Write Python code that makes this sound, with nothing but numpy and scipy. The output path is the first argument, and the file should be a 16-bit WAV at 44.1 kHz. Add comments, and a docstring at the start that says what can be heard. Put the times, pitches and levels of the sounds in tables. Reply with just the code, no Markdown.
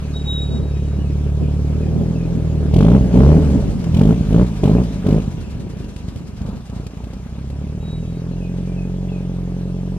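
"""A brake squeals as a four-cylinder car with a wide exhaust backs over grass toward the listener; a bird calls
far off before and after the blips. Six throttle blips, the loudest clipping; a turbo flutters on the shut throttle.
The car pulls away stumbling on scattered hard firings, the brake squeals again, and a fast idle settles.
Summed firing orders make the beat; filtered pulses and noise make burble, rasp, thumps, gas and tyres; the pipe
rings in decaying sines, the squeal is a sine with its octave, and the bird is sliding sines with a noise echo."""
import sys
import numpy as np
from scipy import signal
from scipy.fft import rfft, irfft, next_fast_len
from scipy.io import wavfile
from scipy.ndimage import uniform_filter1d

SR = 44100
rng = np.random.default_rng(int(sys.argv[2]) if len(sys.argv) > 2 else 0)


def generate_wav(sig):
    """Save sig (samples, or channels by samples) to the path in sys.argv[1] as 16-bit PCM at SR."""
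    pcm = np.round(np.clip(np.atleast_2d(sig).T, -1, 1) * 32767).astype(np.int16)
    wavfile.write(sys.argv[1], SR, pcm)


N = 440105

# All levels are relative settings, before the gains in the functions.
# Engine speed: t/s, firing rate/Hz
FIRING_RATE = [(0, 37.15), (.683, 35.75), (1.652, 36.85), (2.258, 42.37), (2.71, 36.21), (2.981, 67.89),
               (3.124, 57.5), (3.373, 82.15), (3.74, 47.95), (3.935, 38.35), (4.151, 61.77), (4.276, 48.78),
               (4.436, 63.17), (4.623, 44.55), (4.802, 62.95), (5.038, 44.6), (5.178, 55.75), (5.4, 37.11),
               (5.68, 29.56), (5.9, 25.3), (6.2, 24.02), (6.45, 24.5), (6.62, 30.82), (6.8, 29.43),
               (6.958, 29.19), (7.574, 35.38), (7.971, 40.78), (8.526, 44.55), (9.05, 45.44),
               (9.411, 44.24), (9.98, 45.7)]
# Engine between blips: t/s, steady firing level/dB, burble level/dB, rasp level/dB, gas hiss level/dB
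ENGINE = [(0, -28.5, -25.5, -37, -52), (.6, -25, -16.5, -35, -54), (1.3, -22.5, -22.5, -34.5, -54),
          (2, -22, -19, -30.5, -52.5), (2.62, -21.5, -25.5, -32, -53), (2.95, -21, -14, -29.5, -49.5),
          (3.11, -23.5, -14.5, -28.5, -49.5), (3.3, -17.5, -18.5, -28.5, -48),
          (3.55, -20, -11.5, -24, -47.5), (3.7, -26, -15, -34.5, -50.5), (3.82, -26, -20, -41.5, -52.5),
          (4.23, -27, -16, -34, -50), (4.55, -26.5, -20.5, -37, -51), (4.95, -28, -21, -34, -51),
          (5.25, -29.5, -20, -39, -53), (5.45, -36.5, -22, -53, -54.5), (5.65, -34.5, -22, -38.5, -57),
          (5.95, -41, -27, -47.5, -56.5), (6.3, -42.5, -24, -55, -58), (6.63, -41.5, -23.5, -52, -58),
          (6.92, -40.5, -29, -44, -57), (7.199, -35.5, -23, -45.5, -57.5), (7.6, -31, -19.5, -39, -57),
          (7.999, -29, -15, -37, -56.5), (8.6, -25.5, -20, -34.5, -56.5), (9.98, -26, -24, -35.5, -57)]
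# Load passed on to firing, burble, rasp and hiss: share/(dB per dB of load)
LOAD_SHARES = [0.93, 0.77, 1.21, 0.17]
# Throttle blips: open t/s, shut t/s, opening time/s, first load/dB, last load/dB, intake lag/s,
# intake chuff level/dB, bright snap level/dB, fade time/s
BLIPS = [(2.718, 2.971, 0.024, 10.5, 8, 0.0063, -30.5, -44.5, 0.16),
         (3.123, 3.387, 0.016, 11.5, 7, .004, -39, -52, 0.1),
         (3.919, 4.128, 0.037, 16, 12.5, 0.0048, -30, -36, 0.13),
         (4.285, 4.431, 0.032, 16, 13.5, 0.019, -34, -46, 0.085),
         (4.626, 4.813, 0.004, 14.5, 11, .004, -32, -49.5, 0.07),
         (5.038, 5.182, 0.01, 12.5, 13.5, 0.018, -33, -46, 0.1)]
# The engine catches for a few firings on a shut throttle: from t/s, to t/s, load/dB
CATCHES = [(3.515, 3.53, -0.5), (3.84, 3.906, 7), (4.163, 4.207, 3), (5.763, 5.83, 2.5), (6.028, 6.16, 2),
           (6.384, 6.535, 9.5), (6.685, 6.841, 5.5), (6.938, 7.153, 3.5)]
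CATCH_S, LIFT_S = 0.022, 0.024  # time constants: a catch coming on, any load letting go
# Silencer acting on each firing order: f/Hz, level/dB
SILENCER = [(30, -36), (36, -10.5), (42, -5.5), (52, 0), (63, 2), (73, 3.5), (79, -0.5), (84, -6.5),
            (91, -6.5), (108, -5.5), (126, -4), (145, -2.5), (165, -0.5), (182, -0.5), (200, -3),
            (215, -6.5), (260, -18)]
# Extra load on orders 1 to 5, raising the second, third and fifth: share/(dB per dB of load)
ORDER_SHARES = [-0.19, 0.14, 0.052, -0.22, 0.22]
FIFTH_DB = -8  # extra drop on the fifth order
# Each cylinder's runner: front level/dB, timing/samples, echo delay/samples, echo share
CYLINDERS = [(-4, -7, 80, 0.63), (2, 12.5, 130, -0.46), (-1, -11.5, 74, 0.29), (0, -3.5, 124, 0.65)]
FRONT_LEAD, BURN_LEAD = 52.3, 50.3  # samples ahead of the beat
SHIFT_S, SHIFT = 6.3, 2  # from here on the cylinder pattern is counted two places further
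# How evenly the engine burns between its hard firings: t/s, evenness 0-1
EVENNESS = [(0, .6), (.7, .8), (1.8, .8), (2.3, .35), (2.7, 0), (5.2, 0), (5.4, .55), (7.2, .55), (8.3, .9),
            (9.98, .9)]
# Firing rates over which the fronts sink into a roar: from f/Hz, to f/Hz
BLEND = (58, 72)
SCATTER_PER_DB = 0.07  # dB of front scatter per dB of load
CRISP_PER_DB = 0.06  # fronts stand further out of the gas noise under load
PUSH_PER_DB = 0.08  # every burn pulse is pushed up by load
# Colour of an uneven burn: f/Hz, level/dB
PIPE = [(12, -85.5), (26, -41), (38, 6), (60, 1.5), (90, 0.5), (130, 2.5), (185, 6), (260, 1.5), (400, -3),
        (800, -15), (2500, -58)]
# Colour of the tail-pipe rasp: f/Hz, level/dB
TAIL = [(150, -22), (200, -10.5), (225, -1), (270, -2), (340, -11.5), (400, -10.5), (435, -6), (480, -16),
        (520, -16), (600, -18), (700, -25), (850, -26), (1050, -35.5), (1250, -45.5), (1500, -63),
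        (2050, -47), (3000, -60), (5500, -100)]
# Treble lift of the rasp, before load: t/s, level/dB
BITE = [(0, -17), (1.3, -19), (2.6, -1.5), (2.95, 4), (3.15, 1), (3.4, 1), (3.8, -1), (4.1, -2),
        (4.4, -5.5), (4.7, -2), (5.15, -8), (5.5, -15), (6, 3), (6.45, -13), (6.8, 0), (7.3, 3), (8, -3),
        (9.98, -1.5)]
BITE_PER_DB = 0.4762  # a loaded exhaust turns brighter
# Pipe modes: f/Hz, t60/s, lag/s, level over the rasp/dB for cylinders 1 to 4
RINGS = [(433, .06, 0, -14, 7, -5, 0), (573, 0.07, 0, -14, -2, -4, -1), (272, 0.09, 0, -10, -6, 7, -10),
         (180, .045, 0, 13, -20, -20, -20), (180, .045, .0028, -20, -20, 11, -20)]
RING_PER_DB = -0.09  # rings sink into the rasp under load
# Hard firings, mostly in the stumble: t/s, thump level/dB, gas spit level/dB
STUMBLES = [(3.011, -9, -47), (3.84, -18, -36), (3.943, -11, -51), (4.21, -13.5, -57), (4.288, -11.5, -53),
            (5.244, -24, -58), (5.279, -15.5, -60), (5.342, -23, -62), (5.38, -23, -61), (5.424, -24, -62),
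            (5.484, -21, -62), (5.526, -21, -61), (5.553, -17.5, -59), (5.597, -21, -64), (5.662, -24, -64),
            (5.699, -21.5, -70), (5.768, -17, -47), (5.805, -16, -67), (5.843, -19.5, -44.5),
            (5.962, -20, -37.5), (6.046, -28, -62), (6.084, -19, -47), (6.159, -18, -40), (6.242, -27, -62),
            (6.372, -26, -64), (6.415, -18, -44.5), (6.452, -20, -63), (6.489, -15, -50), (6.53, -31, -65),
            (6.697, -22, -45), (6.728, -19.5, -68), (6.765, -20.5, -60), (6.799, -21.5, -67),
            (6.866, -19.5, -37), (6.971, -27.5, -45.5), (7.039, -20, -45), (7.133, -21, -41.5),
            (7.384, -33, -60), (7.5, -28, -43)]
# Colour of a hard firing heard far off: f/Hz, level/dB
THUMP = [(12, -52.5), (30, -12.5), (50, 4), (90, 1.5), (170, -3), (240, -9), (330, -20), (600, -25),
         (1000, -49), (2500, -90)]
SPIT_AIR_DB, SPIT_S = -0.5, 0.0034  # airy part of a spit: offset from the spit level, time to peak
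# Turbo flutter on a shut throttle: first puff t/s, end t/s, first puff level/dB
FLUTTER = [(3.499, 3.8, -42.5), (3.812, 3.85, -54), (4.242, 4.26, -47), (4.461, 4.6, -42),
           (4.827, 4.95, -41.5), (5.209, 6.8, -44), (8.564, 8.7, -48.5)]
FLUTTER_S, FLUTTER_FADE_DB, PUFF_S = 0.096, -0.13, 0.013  # gap, level step per puff, time to peak
# Gas and engine-bay hiss: f/Hz, level/dB
HISS = [(410, -10.5), (700, -3.5), (1000, -10.5), (1260, -8.5), (1380, -13), (1590, -11), (1930, -15.5),
        (2530, -13.5), (4600, -19), (5700, -19.5), (7000, -21), (11700, -31.5), (13300, -38), (14600, -38),
        (15600, -52)]
# Bright gas bursts: f/Hz, level/dB
BRIGHT = [(1500, -2.0), (3000, -4), (4500, -4.0), (7000, -7.5), (11000, -16.0), (15500, -31)]
# Intake chuffs: f/Hz, level/dB
INTAKE = [(1500, -33), (2300, -7.5), (3200, -4.5), (4300, -14.0), (8000, -19), (15500, -32)]
# Turbulent roar at the pipe mouth: f/Hz, level/dB
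ROAR = [(300, -20), (600, 0), (900, 0.5), (1300, -5), (1900, -19), (3000, -46)]
# Likeness of the roar at the two ports: f/Hz, likeness 0-1
ROAR_SAME = [(300, 1.0), (3000, .8)]
ROAR_DB, ROAR_PER_DB = -63, 1.65  # unloaded level, growth per dB of load
# Broad gas puffs in the stumble: t/s, peak level/dB, width/s
PUFFS = [(5.79, -50, .03), (6.47, -41.5, 0.052), (6.78, -40.5, 0.054)]
# Colour of those puffs: f/Hz, level/dB
PUFF = [(200, -24), (400, 11.5), (800, -3.5), (1300, -18), (2500, -39)]
# Faint wavering hum: t/s, level/dB
HUM = [(0, -60), (2.5, -58), (5.3, -52), (6.5, -66), (9.98, -59)]
HUM_HZ = 972
# Tyres crushing grass: t/s, level/dB
ROLLING = [(0, -39), (1.3, -33), (2.3, -27), (3.7, -24), (4.7, -40), (5.4, -32), (6.5, -37.5), (7.5, -55),
           (9.98, -80)]
# A wheel rides over a tussock: t/s, peak level/dB, width/s
TUSSOCKS = [(.57, -25.5, 0.1), (1.42, -25, 0.035), (1.97, -23, 0.085)]
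# Colour of crushed grass: f/Hz, level/dB
GRASS = [(60, -34), (130, 14), (250, 0.5), (400, -2.5), (700, -17.5), (1500, -45), (3000, -85)]
# Likeness of the grass at the two ports: f/Hz, likeness 0-1
GRASS_SAME = [(100, 0.29), (1000, 1.0)]
# Two brake squeals, each with rows: t/s, level/dB, octave level/dB
SQUEAL = [
    [(0.12, -76, -90), (0.142, -43, -75), (0.168, -32.5, -61), (0.242, -46, -59), (0.28, -29, -62),
     (0.306, -24.5, -59), (.33, -28, -54), (.37, -27.5, -63), (0.432, -30.5, -52), (0.468, -41, -67),
     (.52, -39.5, -59), (0.584, -42.5, -63), (0.604, -64, -85), (.635, -50, -90), (.68, -57, -78),
     (.71, -52, -90), (.735, -64, -90), (.77, -55, -90), (.82, -64, -92), (.87, -61, -90), (1.0, -63, -90)],
    [(7.79, -77, -90), (7.81, -61, -80), (7.848, -49.5, -74), (7.946, -46, -70), (8.016, -61, -78),
     (8.132, -62, -80), (8.166, -61, -80), (8.226, -69, -85), (8.26, -78, -90)],
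]
# Pitch of each squeal: f/Hz
SQUEAL_PITCH = [3801, 3826]
# The pad lets go: t/s, depth 0-1, width/s
SLIPS = [(0.191, .9, .005), (.235, 1, 0.0063), (0.409, .62, .006), (.501, 0.9, 0.0042), (8.059, .8, .005),
         (8.12, .8, .005)]
# Bird notes sliding down to a held pitch, and a faint steady squeal near 2920 Hz:
# t/s, level/dB, held f/Hz, slide f/Hz, length/s
BIRD = [(.04, -54, 2500, 180, 0.091), (.38, -51, 2440, 260, 0.079), (0.704, -55, 2620, 127, 0.037),
        (0.733, -52, 2460, 290, 0.12), (.78, -64, 2920, 5, .22), (0.991, -51, 2910, 5, .08),
        (1.045, -48, 2480, 350, .05), (1.087, -54, 2440, 340, 0.13), (1.425, -51, 2400, 360, 0.064),
        (1.804, -51, 2430, 360, .08), (1.82, -57, 2430, 39, 0.059), (2.152, -46.5, 2550, 190, .04),
        (2.189, -52, 2460, 130, .07), (5.37, -50.5, 2770, 40, .04), (5.424, -52, 2590, 260, 0.1),
        (5.825, -52, 2710, 130, .05), (5.872, -56, 2600, 190, 0.078), (6.373, -59, 2450, 250, 0.12),
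        (7.136, -61, 2400, 140, .1), (7.67, -59, 2580, 84, 0.087), (8.023, -55, 2600, 220, 0.077),
        (8.368, -51, 2604, 220, 0.028), (8.4, -48.5, 2490, 265, 0.12), (8.673, -56, 2380, 52, .07),
        (8.687, -59, 3300, 67, 0.033), (8.734, -57, 3280, 71, 0.035), (8.73, -56, 2600, 117, 0.054),
        (8.766, -46, 2500, 310, 0.1), (9.037, -55, 3240, 84, .03), (9.084, -55, 3330, 64, .05),
        (9.082, -52, 2540, 550, 0.06), (9.118, -48, 2470, 220, 0.084), (9.699, -59, 2640, 39, 0.036),
        (9.745, -57, 2600, 97, 0.047)]
BIRD_ECHO, BIRD_WAVER_DB = 1.0, 2.5  # echo share; rms flicker of far notes through the air
# Likeness of airy sounds at the microphone pair: f/Hz, likeness 0-1
SAME = [(700, .8), (1500, .55), (2200, .3), (3500, .4), (7000, .55), (11000, .35), (15000, .25)]
# Left against right at the microphone pair: f/Hz, level/dB
TILT = [(40, -2), (100, -0.5), (500, 0.3), (1500, 1), (3000, 2), (5000, 2.5), (15000, 5)]
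LAG_RAD, LAG_S = 0.27, 6.3e-5  # phase and delay of the right port
EDGE_HZ = 15750  # band limit


def orders(rate, turns):
    """Steady exhaust beat: harmonics of the firing rate, each leading the pulse below the silencer's boom."""
    out = np.zeros(N)
    for k, db in enumerate(order_levels(rate), 1):
        lead = 1.8 / (1 + (k * rate / 56) ** 8) - .2
        level_db = db + 0.078 * wander(N, 1500)
        out += np.sqrt(2) * gain_of(level_db) * np.cos(2 * np.pi * k * turns + lead)
    return out


def burble(rate, turns, swirl):
    """Uneven burns: each firing's departure from the steady beat strikes the pipe, with swirling gas."""
    at, _ = firings(turns)
    luck = rng.standard_normal(len(at))
    burns = np.zeros(N)
    burns[np.maximum(at - round(BURN_LEAD), 0)] = np.maximum(luck, -.8) + PUSH_PER_DB * load()[at]
    piped = signal.oaconvolve(evened(burns) + .7 * swirl, causal(PIPE))[:N]
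    low, _ = split(piped, 240)
    return .52 * (1 - .75 * controls(EVENNESS)[0]) * gain_of(engine_levels()[1]) * evened(low, 5000)


def rasp(rate, turns, swirl):
    """Sharp pressure fronts, echoed in each runner, and turbulent gas at the tail pipe; load adds bite."""
    _, burble_db, rasp_db, _ = engine_levels()
    at, cylinder = firings(turns)
    timing_luck, size_luck = rng.standard_normal((2, len(at)))
    front_db, timing, delay, echo = np.array(CYLINDERS)[cylinder].T
    start = at - FRONT_LEAD + timing + 3 * timing_luck
    size = gain_of(front_db + (1.3 + SCATTER_PER_DB * load()[at]) * size_luck)
    fronts = np.zeros(N)
    fronts[np.clip(start, 0, N - 1).astype(int)] = size
    fronts[np.clip(start + delay, 0, N - 1).astype(int)] += echo * size

    # clean burns give clean fronts; fast firing sinks them
    firing_db = 10 * np.log10(sum(gain_of(db) ** 2 for db in order_levels(rate)))
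    clean = np.clip((firing_db - burble_db) / 5, .15, 1.9) + CRISP_PER_DB * load()
    even = controls(EVENNESS)[0]
    melt = np.interp(rate, BLEND, [1, .45])
    blast = melt * np.maximum(clean, 1.3 * even) * evened(fronts)
    gas = .42 * (1 - .7 * even) * swirl
    _, high = split(signal.oaconvolve(blast + gas, causal(TAIL))[:N], 215)
    body, bite = split(evened(high, 5000), 666)
    bite *= gain_of(controls(BITE)[0] + BITE_PER_DB * load())
    return gain_of(rasp_db) * (body + bite)


def swirling_gas(turns):
    """Turbulence that is strongest just after each firing."""
    return evened(rng.standard_normal(N) * (2.0 + np.exp(-(turns % 1) / 0.85)))


def rings(turns):
    """Short pipe tones after each firing, each cylinder striking its own blend: the lope of the idle."""
    at, cylinder = firings(turns)
    t, out = np.arange(6000) / SR, np.zeros(N)
    scatter_db = 3 - 1.8 * controls(EVENNESS)[0][at]
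    for hz, t60, lag, *cylinder_db in RINGS:
        blows = np.zeros(N)
        blows[at] = gain_of(np.array(cylinder_db)[cylinder] + scatter_db * rng.standard_normal(len(at)))
        u = np.maximum(t - abs(lag), 0)
        ring = gain_of(-60 * u / t60) * np.minimum(u / 0.0038, 1) * np.sin(2 * np.pi * hz * u)
        out += signal.oaconvolve(blows, ring)[:N]
    return gain_of(engine_levels()[2] + RING_PER_DB * load()) * out


def thumps():
    """Hard firings: single strong pressure pulses from the pipe, peaking on time."""
    out, pulse = np.zeros(N), causal(THUMP)
    for s, db, _ in STUMBLES:
        add(out, s - pulse.argmax() / SR, gain_of(db) * pulse / pulse.max())
    return out


def roar():
    """Turbulent gas noise at the pipe mouth that swells with load."""
    return gain_of(ROAR_DB + ROAR_PER_DB * load()) * pair_noise(ROAR, 2.2, ROAR_SAME)


def flutter():
    """Envelope of turbo flutter: evenly spaced air puffs on a shut throttle, each a little softer."""
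    out, t = np.zeros(N), np.arange(12000) / SR
    for first, end, db in FLUTTER:
        for k, s in enumerate(np.arange(first, end, FLUTTER_S)):
            add(out, s, gain_of(db + k * FLUTTER_FADE_DB) * puff_shape(t, PUFF_S))
    return out


def intake(turns):
    """Envelopes of intake chuffs and their bright snaps: an opening throttle gulps air on every stroke."""
    opened, snaps = np.zeros((2, N))
    t = np.arange(12000) / SR
    for s, _, rise, *_, lag, db, snap_db, fade in BLIPS:
        gulp = (1 - np.exp(-t / (0.5 * rise))) * np.exp(-t / fade)
        add(opened, s + lag, gain_of(db) * gulp)
        add(snaps, s + lag, gain_of(snap_db) * gulp)
    stroke = puff_shape((turns + .02) % 1, 0.15)
    return opened * stroke, snaps * stroke ** 2


def spits():
    """Envelopes of the tick and the airy puff of gas that each hard firing spits."""
    ticks, airs = np.zeros((2, N))
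    t = np.arange(12000) / SR
    for s, _, db in STUMBLES:
        add(ticks, s, gain_of(db) * (t / 0.0035) * np.exp(1 - t / 0.0018))
        add(airs, s, gain_of(db + SPIT_AIR_DB) * puff_shape(t, SPIT_S))
    return ticks, airs


def gas(turns):
    """Hiss throbbing with the firings, plus noise gated by flutter, intake strokes and spits."""
    throb = evened(1 + 0.52 * np.exp(-((turns - .1) % 1) / 0.96), 4000)
    steady = gain_of(engine_levels()[3] + 9.0) * throb * pair_noise(HISS, 1.82)
    chuffs, snaps = intake(turns)
    ticks, airs = spits()
    bursts = 0.75 * (flutter() + snaps + airs) * pair_noise(BRIGHT, 1.0)
    return steady + bursts + (chuffs + ticks) * pair_noise(INTAKE, 0.98)


def gas_puffs():
    """Soft, broad swells of gas noise in the stumble."""
    return swells(PUFFS) * pair_noise(PUFF, 4.6)


def hum():
    """Faint sine whose level and phase drift."""
    level_drift, phase_drift = wander((2, N), 2000)
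    turn = 2 * np.pi * HUM_HZ * np.arange(N) / SR + 1.45 * phase_drift
    return gain_of(controls(HUM)[0] + 2.7 * level_drift) * np.sin(turn)


def tyres():
    """Lumpy low rustle of wheels crushing grass, swelling over tussocks."""
    crush = gain_of(controls(ROLLING)[0]) + swells(TUSSOCKS)
    return crush * pair_noise(GRASS, 2.7, GRASS_SAME)


def squeal():
    """Pad and disc stick and slip at one disc mode, with a faint octave, right of the exhaust."""
    out = np.zeros(N)
    for rows, hz in zip(SQUEAL, SQUEAL_PITCH):
        s, db, octave_db = np.transpose(rows)
        t = np.arange(s[0], s[-1], 1 / SR)
        chatter_db = .7 * wander(len(t), 400)
        grip = np.ones(len(t))
        for slip, depth, width in SLIPS:
            grip *= 1 - min(depth, 1) * np.exp(-((t - slip) / width) ** 2)
        turn = 2 * np.pi * hz * t + 0.5 * wander(len(t), 1000)
        tone = gain_of(np.interp(t, s, db) + chatter_db) * np.sin(turn)
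        tone += gain_of(np.interp(t, s, octave_db) + 2 * chatter_db) * np.sin(2 * turn)
        add(out, s[0], np.sqrt(2) * grip * tone * signal.windows.tukey(len(t), .05))
    return np.array([np.roll(out, 2), out]) * gain_of([[-1.2], [1.2]])  # left port two samples later


def bird():
    """Near-sine bird notes and a faint steady squeal, flickering through the air, with a long outdoor echo."""
    out = np.zeros(N)
    for s, db, held_hz, slide_hz, length in BIRD:
        u = np.arange(0, 1, 1 / (length * SR))
        hz = held_hz + slide_hz * np.exp(-u * length / 0.0132)
        shape = u ** 0.43 * (1 - u) ** 1.6
        add(out, s, gain_of(db) * np.sin(2 * np.pi * np.cumsum(hz) / SR) * shape / shape.max())
    out *= gain_of(BIRD_WAVER_DB * wander(N, 300))
    echo = rng.standard_normal((2, 14000)) * np.exp(-np.arange(14000) / 2500.0)
    echo /= np.linalg.norm(echo[0])
    heard = out + BIRD_ECHO * signal.oaconvolve(out[None], echo, axes=1)[:, :N]
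    return heard * gain_of([[.7], [-.7]])  # a little louder on the left


def load():
    """Engine load in dB over the slow state: quick rise, a slope while open, release."""
    t = np.arange(0, N, 32) / SR
    load_db = np.zeros(len(t))
    catches = [(start, end, CATCH_S, db, db) for start, end, db in CATCHES]
    for opened, shut, rise, first_db, last_db, *_ in BLIPS + catches:
        held = 1 - np.exp(-np.maximum(t - opened, 0) / rise)
        held *= np.exp(-np.maximum(t - shut, 0) / LIFT_S)
        load_db += held * np.interp(t, [opened, shut], [first_db, last_db])
    return np.interp(np.arange(N) / SR, t, load_db)


def engine_levels():
    """Firing, burble, rasp and hiss in dB: the slow state plus each layer's share of the load."""
    load_db = load()
    return [slow + share * load_db for slow, share in zip(controls(ENGINE), LOAD_SHARES)]


def order_levels(rate):
    """Five firing orders in dB: the firing level coloured by the silencer at each order's pitch."""
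    firing_db, load_db = engine_levels()[0], load()
    levels = [firing_db + share * load_db + read(SILENCER, k * rate)
              for k, share in enumerate(ORDER_SHARES, 1)]
    levels[-1] = levels[-1] + FIFTH_DB
    return levels


def firings(turns):
    """The sample of each firing and its place in the cylinder pattern."""
    at = np.flatnonzero(np.diff(np.floor(turns)))
    return at, (np.arange(len(at)) + SHIFT * (at > SHIFT_S * SR)) % len(CYLINDERS)


def pair_noise(points, patchy_db, same=SAME):
    """Coloured noise with drifting patches in time and pitch, partly alike at the two ports."""
    frames, hz = N // 128 + 5, np.fft.rfftfreq(512, 1 / SR)
    a, b, c, d, patches = rng.standard_normal((frames, 257, 5)).T
    patches = evened(uniform_filter1d(uniform_filter1d(patches, 8, 0), 16, 1))
    alike = np.clip(read(same, hz), -1, 1)[:, None]
    left, other = a + 1j * b, c + 1j * d
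    z = np.array([left, alike * left + np.sqrt(1 - alike ** 2) * other])
    z *= gain_of(read(points, hz)[:, None] + patchy_db * patches)
    return evened(signal.istft(z, nperseg=512, noverlap=384)[1][:, :N])


def wander(shape, span):
    """Slow random drift with rms 1: noise smoothed twice over a span of samples."""
    return evened(uniform_filter1d(uniform_filter1d(rng.standard_normal(shape), span), span))


def puff_shape(t, peak):
    """A quick rise to 1 at the peak and a longer fall."""
    return (t / peak) * np.exp(1 - t / peak)


def swells(table):
    """Sum of bell-shaped swells."""
    t = np.arange(N) / SR
    return sum(gain_of(db) * np.exp(-((t - s) / width) ** 2) for s, db, width in table)


def gain_of(db):
    """Decibels to gain."""
    return 10 ** (np.asarray(db) / 20)


def evened(x, span=None):
    """Rms 1 over the whole, or over a sliding span of samples."""
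    if span is None:
        power = np.mean(x ** 2)
    else:
        power = abs(uniform_filter1d(uniform_filter1d(x ** 2, span), span))
    return x / np.sqrt(power + 1e-20)


def read(points, hz):
    """A spectrum table read on a log-frequency axis."""
    f, value = np.transpose(points)
    return np.interp(np.log(hz + 1), np.log(f + 1), value)


def controls(table):
    """Each column of a curve table at every sample."""
    s, *columns = np.transpose(table)
    return [np.interp(np.arange(N) / SR, s, c) for c in columns]


def add(mix, s, sound):
    """Mixes a sound in at s seconds."""
    part = mix[round(s * SR):][:len(sound)]
    part += sound[:len(part)]


def causal(points, size=8192):
    """Minimum-phase impulse response of a colour: it rings only after the blow."""
    level_db = np.maximum(read(points, abs(np.fft.fftfreq(size, 1 / SR))), -100)
    log_gain = np.log(gain_of(level_db))
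    return np.fft.ifft(np.exp(np.conj(signal.hilbert(log_gain)))).real[:size // 2]


def split(x, edge_hz):
    """The parts of x below and above a soft edge."""
    size = next_fast_len(N)
    z, hz = rfft(x, size), np.fft.rfftfreq(size, 1 / SR)
    low = 1 / (1 + (hz / edge_hz) ** 8)
    return [irfft(z * g, size)[:N] for g in (low, 1 - low)]


def scene():
    """Everything as it reaches the two ports."""
    rate, = controls(FIRING_RATE)
    turns = .066 + np.cumsum(rate) / SR  # one turn per firing
    swirl = swirling_gas(turns)
    exhaust = orders(rate, turns) + burble(rate, turns, swirl) + rasp(rate, turns, swirl)
    car = exhaust + rings(turns) + thumps()
    air = roar() + gas(turns) + gas_puffs() + hum()
    return car + air + tyres() + squeal() + bird()


def record(dry):
    """The port pair shifts and tilts left against right; the converter clips at full scale; then the band limit."""
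    size = next_fast_len(N)
    hz = np.fft.rfftfreq(size, 1 / SR)
    half = gain_of(read(TILT, hz) / 2) * np.exp(.5j * (LAG_RAD + 2 * np.pi * hz * LAG_S))
    ports = irfft(rfft(dry, size) * [half, 1 / half], size)[:, :N]
    band = signal.firwin(511, EDGE_HZ, window=("kaiser", 9), fs=SR)
    return signal.oaconvolve(np.clip(ports, -1, 1), band[None], "same")


dry = scene()
out = record(dry)
generate_wav(out)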